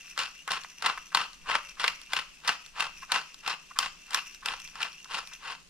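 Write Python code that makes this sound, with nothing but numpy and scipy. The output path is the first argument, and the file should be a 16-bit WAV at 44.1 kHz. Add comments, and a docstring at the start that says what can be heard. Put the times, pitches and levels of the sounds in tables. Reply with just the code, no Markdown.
"""A hand pepper mill twists to and fro, three strokes a second, over a pan in a faintly rumbling kitchen.
Each forward twist starts with a creak as the housing takes the load. The burrs bite: peppercorns
crack and crumble to grit, and every fracture rings the housing. On the swing back the mill
rubs softly and loose pieces tick, until the next twist bites."""
import sys
import numpy as np
from scipy import signal
from scipy.fft import rfft, irfft, next_fast_len
from scipy.io import wavfile
from scipy.ndimage import uniform_filter1d, map_coordinates

SR = 44100
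rng = np.random.default_rng(int(sys.argv[2]) if len(sys.argv) > 2 else 0)


def generate_wav(sig):
    """Save sig (samples, or channels by samples) to the path in sys.argv[1] as 16-bit PCM at SR."""
    pcm = np.round(np.clip(np.atleast_2d(sig).T, -1, 1) * 32767).astype(np.int16)
    wavfile.write(sys.argv[1], SR, pcm)


N = 251017
TIME = np.arange(N) / SR
ENVELOPE_TIME = TIME[::32]
LEFT_RIGHT = np.array([[1], [-1]])


def from_db(db):
    """Decibels to gain."""
    return 10 ** (np.asarray(db) / 20)


def unit_rms(x):
    """Scale to unit rms."""
    return x / np.sqrt(np.mean(x ** 2) + 1e-20)


def at_hz(points, hz):
    """Interpolate a curve on a log-frequency axis."""
    points = np.array(points)
    return np.interp(np.log(hz + 1e-9), np.log(points[:, 0]), points[:, 1])


def butter(x, hz, kind, order=2):
    """Causal Butterworth filter."""
    return signal.sosfilt(signal.butter(order, hz, kind, fs=SR, output="sos"), x)


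def drift(rate_hz):
    """Random wander, unit rms."""
    knots = rng.standard_normal(4000)
    return unit_rms(np.interp(TIME * rate_hz, np.arange(len(knots)), knots))


def plateau(start_s, end_s, rise_s, fall_s):
    """Exponential rise, hold from start to end, exponential fall."""
    t = ENVELOPE_TIME
    return np.exp(-np.maximum(start_s - t, 0) / rise_s - np.maximum(t - end_s, 0) / fall_s)


def impulses(per_s, spread_db):
    """Random clicks; a positive spread makes a few larger, a negative one a few smaller."""
    sizes = from_db(spread_db * np.minimum(rng.exponential(1, N), 4))
    return unit_rms(sizes * (rng.random(N) < per_s / SR))


def resonate(clicks, modes, apart_hz=12000):
    """Each click drives each mode with a random strength; higher modes differ more left to right."""
    out, drive = np.zeros((2, len(clicks))), np.full((2, len(clicks)), 1e-18)
    hits = np.flatnonzero(clicks)
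    pool = min(len(clicks), 4099)
    for hz, width_hz, level_db, pan_db in modes:
        radius, angle = np.exp(-np.pi * width_hz / SR), 2 * np.pi * hz / SR
        mid, side = rng.standard_normal((2, pool))[:, hits % pool]
        apart = min(hz / apart_hz, 1)
        gain = from_db(level_db + pan_db * LEFT_RIGHT / 2) / np.hypot(1, apart)
        drive[:, hits] = gain * clicks[hits] * (mid + apart * side * LEFT_RIGHT)
        drive[:, ::64] += 1e-18   # denormal guard
        leak = np.exp(-angle / 2)   # a small body radiates poorly below each mode
        zeros = np.array([1, -1, -1, 1]) * (1 - radius ** 2) * (1 + leak) / 4
        poles = np.convolve([1, -2 * radius * np.cos(angle), radius ** 2], [1, -leak])
        out += signal.lfilter(zeros, poles, drive)
    return out


# Room noise spectrum: f/Hz, relative density/dB
AIR_SPECTRUM = [(20, 10), (42, 6), (65, -5), (100, -22.5), (160, 4), (220, -4), (320, -7.5), (550, -12.5),
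                (1200, -12.5), (3000, -10), (7000, -11.5), (14000, -30.5)]


def room_air(level_db=-58.5, side_gain=0.89, heave_db=3.0):
    """Room hiss and a slowly heaving rumble."""
    size = next_fast_len(N)
    shape = from_db(at_hz(AIR_SPECTRUM, np.arange(size // 2 + 1) * SR / size))
    mid, side = irfft(rfft(rng.standard_normal((2, size))) * shape, size)[:, :N]
    side = side_gain * butter(side, 46, "high", order=1)
    noise = from_db(level_db) * unit_rms(mid + side * LEFT_RIGHT)
    rumble = butter(noise, 60, "low", order=1)
    return noise + rumble * (from_db(heave_db * drift(6.3)) - 1)


# Wall reverberation: f/Hz, T60/s
WALL_DECAY = [(200, 0.33), (1000, 0.38), (4000, 0.46), (14000, 0.26)]


def kitchen_echoes(x, tail_db=-12.0, near_db=-12.5, near_s=0.0035, side_gain=0.74, wide_hz=1110):
    """Quick reflections off hands, pan and hob, then the walls' short tail; narrow in the bass."""
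    t = np.arange(SR // 2) / SR
    edges_hz = np.geomspace(100, 16000, 8)
    mid, side = rng.standard_normal((2, len(t)))
    side = side_gain * butter(side, wide_hz, "high", order=1)
    noise = (mid + side * LEFT_RIGHT) * (t > 0.002)
    tail = 0
    for low, high in zip(edges_hz, edges_hz[1:]):
        t60_s = at_hz(WALL_DECAY, np.sqrt(low * high))
        tail += butter(noise, [low, high], "band") * from_db(-60 * t / t60_s)
    near = noise * np.exp(-t / near_s)
    response = from_db(tail_db) * unit_rms(tail) + from_db(near_db) * unit_rms(near)
    return signal.fftconvolve(x, response / np.sqrt(len(t)), axes=1)[:, :N]


# Rubbing modes: f/Hz, width/Hz, level/dB, left-right/dB
WHISPER_MODES = [(1157, 70, -18, 2), (1760, 600, -14.5, 3), (2400, 130, -10, 3), (2646, 167, -2.5, 2),
                 (3120, 270, -18.5, 5), (5230, 400, -13.5, 0), (5860, 320, -6, 1.5), (7500, 170, -25, 20),
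                 (9540, 120, -14.5, -3), (12080, 420, -28.5, -16.5)]
# Thin ring of the sliding burr: f/Hz, width/Hz, level/dB, left-right/dB
BURR_MODES = [(2694, 80, 0, 2.5)]


def rubbing(gain_db=-4.5, floor_db=-68, ring_db=-5, grip_db=4.0, flutter_db=3.0, waver=0.021):
    """Fine stick-slip on the swing back: a whisper and a thin ring, wavering with the grip."""
    ring_gain = from_db(ring_db + grip_db * np.tanh(drift(21)))
    ring = ring_gain * unit_rms(resonate(impulses(per_s=1800, spread_db=4.5), BURR_MODES))
    whisper = unit_rms(resonate(impulses(per_s=1800, spread_db=4.5), WHISPER_MODES))
    position = np.cumsum(1 + waver * drift(16))
    rub = np.array([map_coordinates(channel, [position], mode="mirror") for channel in whisper + ring])
    swings, start_s = 0, 0
    for bite_s, hold_s, *_, swing_db in TWISTS:
        # the hand rests before and after each twist
        swings += from_db(swing_db) * plateau(start_s, bite_s - 0.091, rise_s=0.03, fall_s=0.056)
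        start_s = bite_s + hold_s + 0.06
    envelope = np.interp(TIME, ENVELOPE_TIME, swings) + from_db(floor_db)
    return envelope * from_db(gain_db + flutter_db * drift(60)) * rub


# Mill housing modes: f/Hz, width/Hz, level/dB, left-right/dB
HOUSING_MODES = [(225, 64, -25.5, -16), (450, 73, -13.5, 2.5), (584, 37, -9, 3.5), (805, 86, -5, -2.5),
                 (921, 82, -1.5, 6.5), (1047, 103, 3, -2.5), (1192, 68, 2.5, 7.5), (1343, 107, 2, 1),
                 (1544, 77, 1.5, 7.5), (1730, 246, -1.5, -2), (1933, 195, -6, 8), (2192, 20, -0.5, 9.5),
                 (2620, 128, 2, -3.5), (2755, 347, 1.5, 7.5), (3137, 86, 0, -3), (3580, 380, -4, 1.5),
                 (3996, 200, -4, 1.5), (4426, 310, -4.5, 3), (4980, 160, -4, -1), (5416, 520, -7, 0),
                 (6960, 430, -12, -1), (7550, 47, -10.5, 13), (8520, 140, -10, 0), (9220, 590, -15.5, -11),
                 (11900, 490, -46, -12), (13300, 440, -33, -15)]
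# Low, mid and treble bands of a snap: lower f/Hz, upper f/Hz
SNAP_BANDS = [(100, 2200), (2200, 3400), (3400, 16000)]


def housing_snaps(events, splinters_per_s=8500, after_db=-27, after_s=0.0049, level_span_s=0.005):
    """Runs of splinters ring the housing. Events: t/s, three band levels/dB, decay/s."""
    out, length = np.zeros((2, N)), SR // 40
    t = np.arange(length) / SR
    for start_s, levels_db, decay_s in events:
        splinters = (rng.random(length) < splinters_per_s / SR) + 2.05 * (t == 0)
        envelope = np.exp(-(t / decay_s) ** 2 / 2) + from_db(after_db) * np.exp(-t / after_s)
        ring = resonate(splinters * envelope, HOUSING_MODES)
        start = round(start_s * SR)
        for band_hz, level_db in zip(SNAP_BANDS, levels_db):
            band = butter(ring, band_hz, "band", order=3)
            span_rms = np.sqrt(np.sum(band ** 2) / (2 * level_span_s * SR))
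            out[:, start:start + length] += from_db(level_db) * band / span_rms
    return out


# Pieces dropping in the hopper: t/s, relative level/dB
HOPPER_DROPS = [(.636, -47), (0.703, -53), (1.3317, -51), (1.6894, -50.5), (2.0157, -48), (2.6624, -48.5),
                (3.3437, -47), (4.3463, -48.5), (4.6006, -45.5), (4.6757, -48.5), (4.93, -52),
                (5.0449, -47.5), (5.2734, -45), (5.3353, -44.5)]


def ticking(bands_db=(-7, -1, 3.5), decay_s=0.00064, crumbs_db=-66):
    """Loose corns drop in the hopper; crumbs shift with tiny bright ticks."""
    drops = housing_snaps([(t_s, db + np.array(bands_db), decay_s) for t_s, db in HOPPER_DROPS])
    crumbs = resonate(impulses(per_s=35, spread_db=-1.5), HOUSING_MODES)
    return drops + from_db(crumbs_db) * unit_rms(butter(crumbs, 4300, "high"))


# Lone creaks as the grip shifts: t/s, half length/s, level/dB
GRIP_CREAKS = [(0.486, 0.0073, -35), (.648, 0.0022, -35), (.978, .0034, -31), (3.037, .01, -43.5),
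               (3.713, 0.0052, -39), (3.769, 0.01, -43.5), (5.059, 0.0032, -50), (5.323, 0.0063, -47)]
# Hollow housing modes: f/Hz, width/Hz, level/dB, left-right/dB
HOLLOW_MODES = [(1060, 59, 2, -1), (1220, 115, 0, 3), (1560, 280, -3, 1)]


def creaking(lead_s=0.022, load_half_s=0.0081, load_db=-13.5):
    """Short slips ring the hollow modes as each twist takes the load and when the grip shifts."""
    load_creaks = [(bite_s - lead_s, load_half_s, db + load_db) for bite_s, _, _, db, _, _ in TWISTS]
    swells = sum(from_db(db) * np.exp(-np.abs((ENVELOPE_TIME - t_s) / half_s) ** 3 / 2)
                 for t_s, half_s, db in load_creaks + GRIP_CREAKS)
    slips = resonate(impulses(per_s=900, spread_db=0), HOLLOW_MODES)
    return np.interp(TIME, ENVELOPE_TIME, swells) * unit_rms(slips)


# Forward twists, levels relative: bite t/s, hold/s, rise/s, level/dB, brightness/dB, prior swing/dB
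TWISTS = [(.194, 0.04, 0.011, -33.5, 2.5, -46.5), (0.519, 0.029, 0.015, -31, -3.5, -50.5),
          (0.853, 0.04, .015, -26, -8.5, -53), (1.149, .069, .004, -30, -5.5, -49),
          (1.491, 0.07, 0.013, -29, -9.5, -55.5), (1.801, 0.081, 0.0085, -36, 1.5, -49),
          (2.129, .065, 0.013, -38, 2, -50), (2.48, 0.03, 0.019, -30, -3.5, -57.5),
          (2.796, .056, 0.017, -31.5, -5, -54.5), (3.129, 0.039, 0.013, -27.5, -3, -52),
          (3.474, 0.039, 0.015, -32, -3.5, -55), (3.799, 0.052, 0.013, -36, 0.5, -56),
          (4.145, 0.033, 0.024, -36.5, 0.5, -52), (4.456, 0.072, .007, -34.5, -5.5, -50.5),
          (4.81, 0.041, 0.029, -36.5, -3, -47.5), (5.128, 0.063, 0.019, -34.5, -2.5, -51),
          (5.458, 0.063, 0.022, -37, -4.5, -52)]
# Low knock of the whole mill: f/Hz, width/Hz, level/dB, left-right/dB
JOLT_MODES = [(160.3, 44, 1.5, 1.5), (212, 88, -8.5, 2)]


def grinding(grit_db=2.5, jolt_db=-26.5, lumps_db=2.1, release_s=0.024):
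    """Grit crumbles between the burrs during each twist, ringing the housing and jolting the mill."""
    envelopes = 0
    for bite_s, hold_s, rise_s, level_db, bright_db, _ in TWISTS:
        gains = from_db([[level_db], [level_db + bright_db]])
        envelopes += gains * plateau(bite_s, bite_s + hold_s, rise_s, release_s)
    force, sharpness = (np.interp(TIME, ENVELOPE_TIME, envelope) for envelope in envelopes)
    fractures = impulses(per_s=1900, spread_db=2.5)
    # steady pressure evens out the work; corns passing the teeth make it lumpy
    local_rms = np.sqrt(uniform_filter1d(fractures ** 2, size=1300) + 0.042)
    fractures *= from_db(lumps_db * drift(140)) / local_rms
    ring = resonate(fractures, HOUSING_MODES)
    grit = unit_rms(butter(ring, 7500, "low", order=1))   # crumbs are softer than whole corns
    dull = butter(grit, 1550, "low", order=1)
    crunch = force * dull + sharpness * (grit - dull)
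    jolt = force * unit_rms(resonate(fractures, JOLT_MODES))
    return from_db(grit_db) * crunch + from_db(jolt_db) * jolt


# Whole corns breaking: t/s, relative level/dB, brightness/dB, decay/s
CORN_BREAKS = [(.177, -30.5, -9, 0.0012), (0.1901, -35, -1, 0.0011), (0.4772, -35, -8, 0.0012),
               (0.5176, -29.5, -4, 0.0013), (0.8231, -33.5, -5.5, 0.0021), (0.8608, -22, 2.5, 0.0045),
               (.898, -28.5, -20, 0.00051), (1.148, -21, -4.5, 0.0025), (1.1715, -27, 2.5, .0018),
               (1.4897, -38, -14, .0017), (1.5088, -31, 0, 0.0026), (1.5527, -21.5, -4.5, 0.0013),
               (1.7972, -36, -4.5, 0.0021), (1.841, -21.5, -2.5, 0.0056), (1.8784, -34, 12.5, 0.0014),
               (2.1335, -27.5, 0.5, .0011), (2.1642, -30.5, -1, 0.0031), (2.1886, -33, 2, 0.0057),
               (2.4478, -41, -11.5, 0.0015), (2.4759, -28.5, -0.5, 0.0064), (2.804, -29.5, 6.5, .0035),
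               (3.1191, -28, 1, 0.0016), (3.1436, -35, 6, 0.0025), (3.1586, -27, -10, 0.0015),
               (3.4767, -29, -1.5, 0.0017), (3.7883, -25.5, 1.5, 0.00037), (3.8589, -35.5, 1, 0.0021),
               (4.1072, -45.5, 0, 0.00079), (4.132, -37, -4, .003), (4.1451, -26.5, 1, 0.0017),
               (4.4592, -38, 8.5, 0.0002), (4.4852, -40, 10.5, 0.0005), (4.755, -42, -10, 0.0014),
               (4.8181, -43, 10.5, .0012), (4.8277, -41, 15.5, .003)]


def cracking(gain_db=2.5, bare_treble_db=3.0, cushion_db=12.5, gather_s=0.0084):
    """Corns break sharpest on the bare burrs at the bite, duller as grit gathers."""
    bites_s = np.array(TWISTS)[:, 0]
    events = []
    for t_s, level_db, bright_db, decay_s in CORN_BREAKS:
        since_bite_s = t_s - bites_s[np.argmin(np.abs(t_s - bites_s))]
        treble_db = bare_treble_db - cushion_db * np.clip(since_bite_s / gather_s, 0, 1)
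        bands_db = np.array([0, bright_db, bright_db + treble_db])
        events.append((t_s, gain_db + level_db + bands_db, decay_s))
    return housing_snaps(events)


def scene(left_lag_samples=2.0):
    """The mill close by in the kitchen, reaching the left side a moment later."""
    mill = grinding() + cracking() + creaking() + rubbing() + ticking()
    allpass = (1 - left_lag_samples) / (1 + left_lag_samples)   # the treble lags less
    mill[0] = signal.lfilter([allpass, 1], [1, allpass], mill[0])
    return mill + kitchen_echoes(mill) + room_air()


def record(dry, cutoff_hz=14900):
    """Steep elliptic low-pass."""
    return signal.sosfilt(signal.ellip(10, 0.3, 90, cutoff_hz, fs=SR, output="sos"), dry)


dry = scene()
out = record(dry)
generate_wav(out)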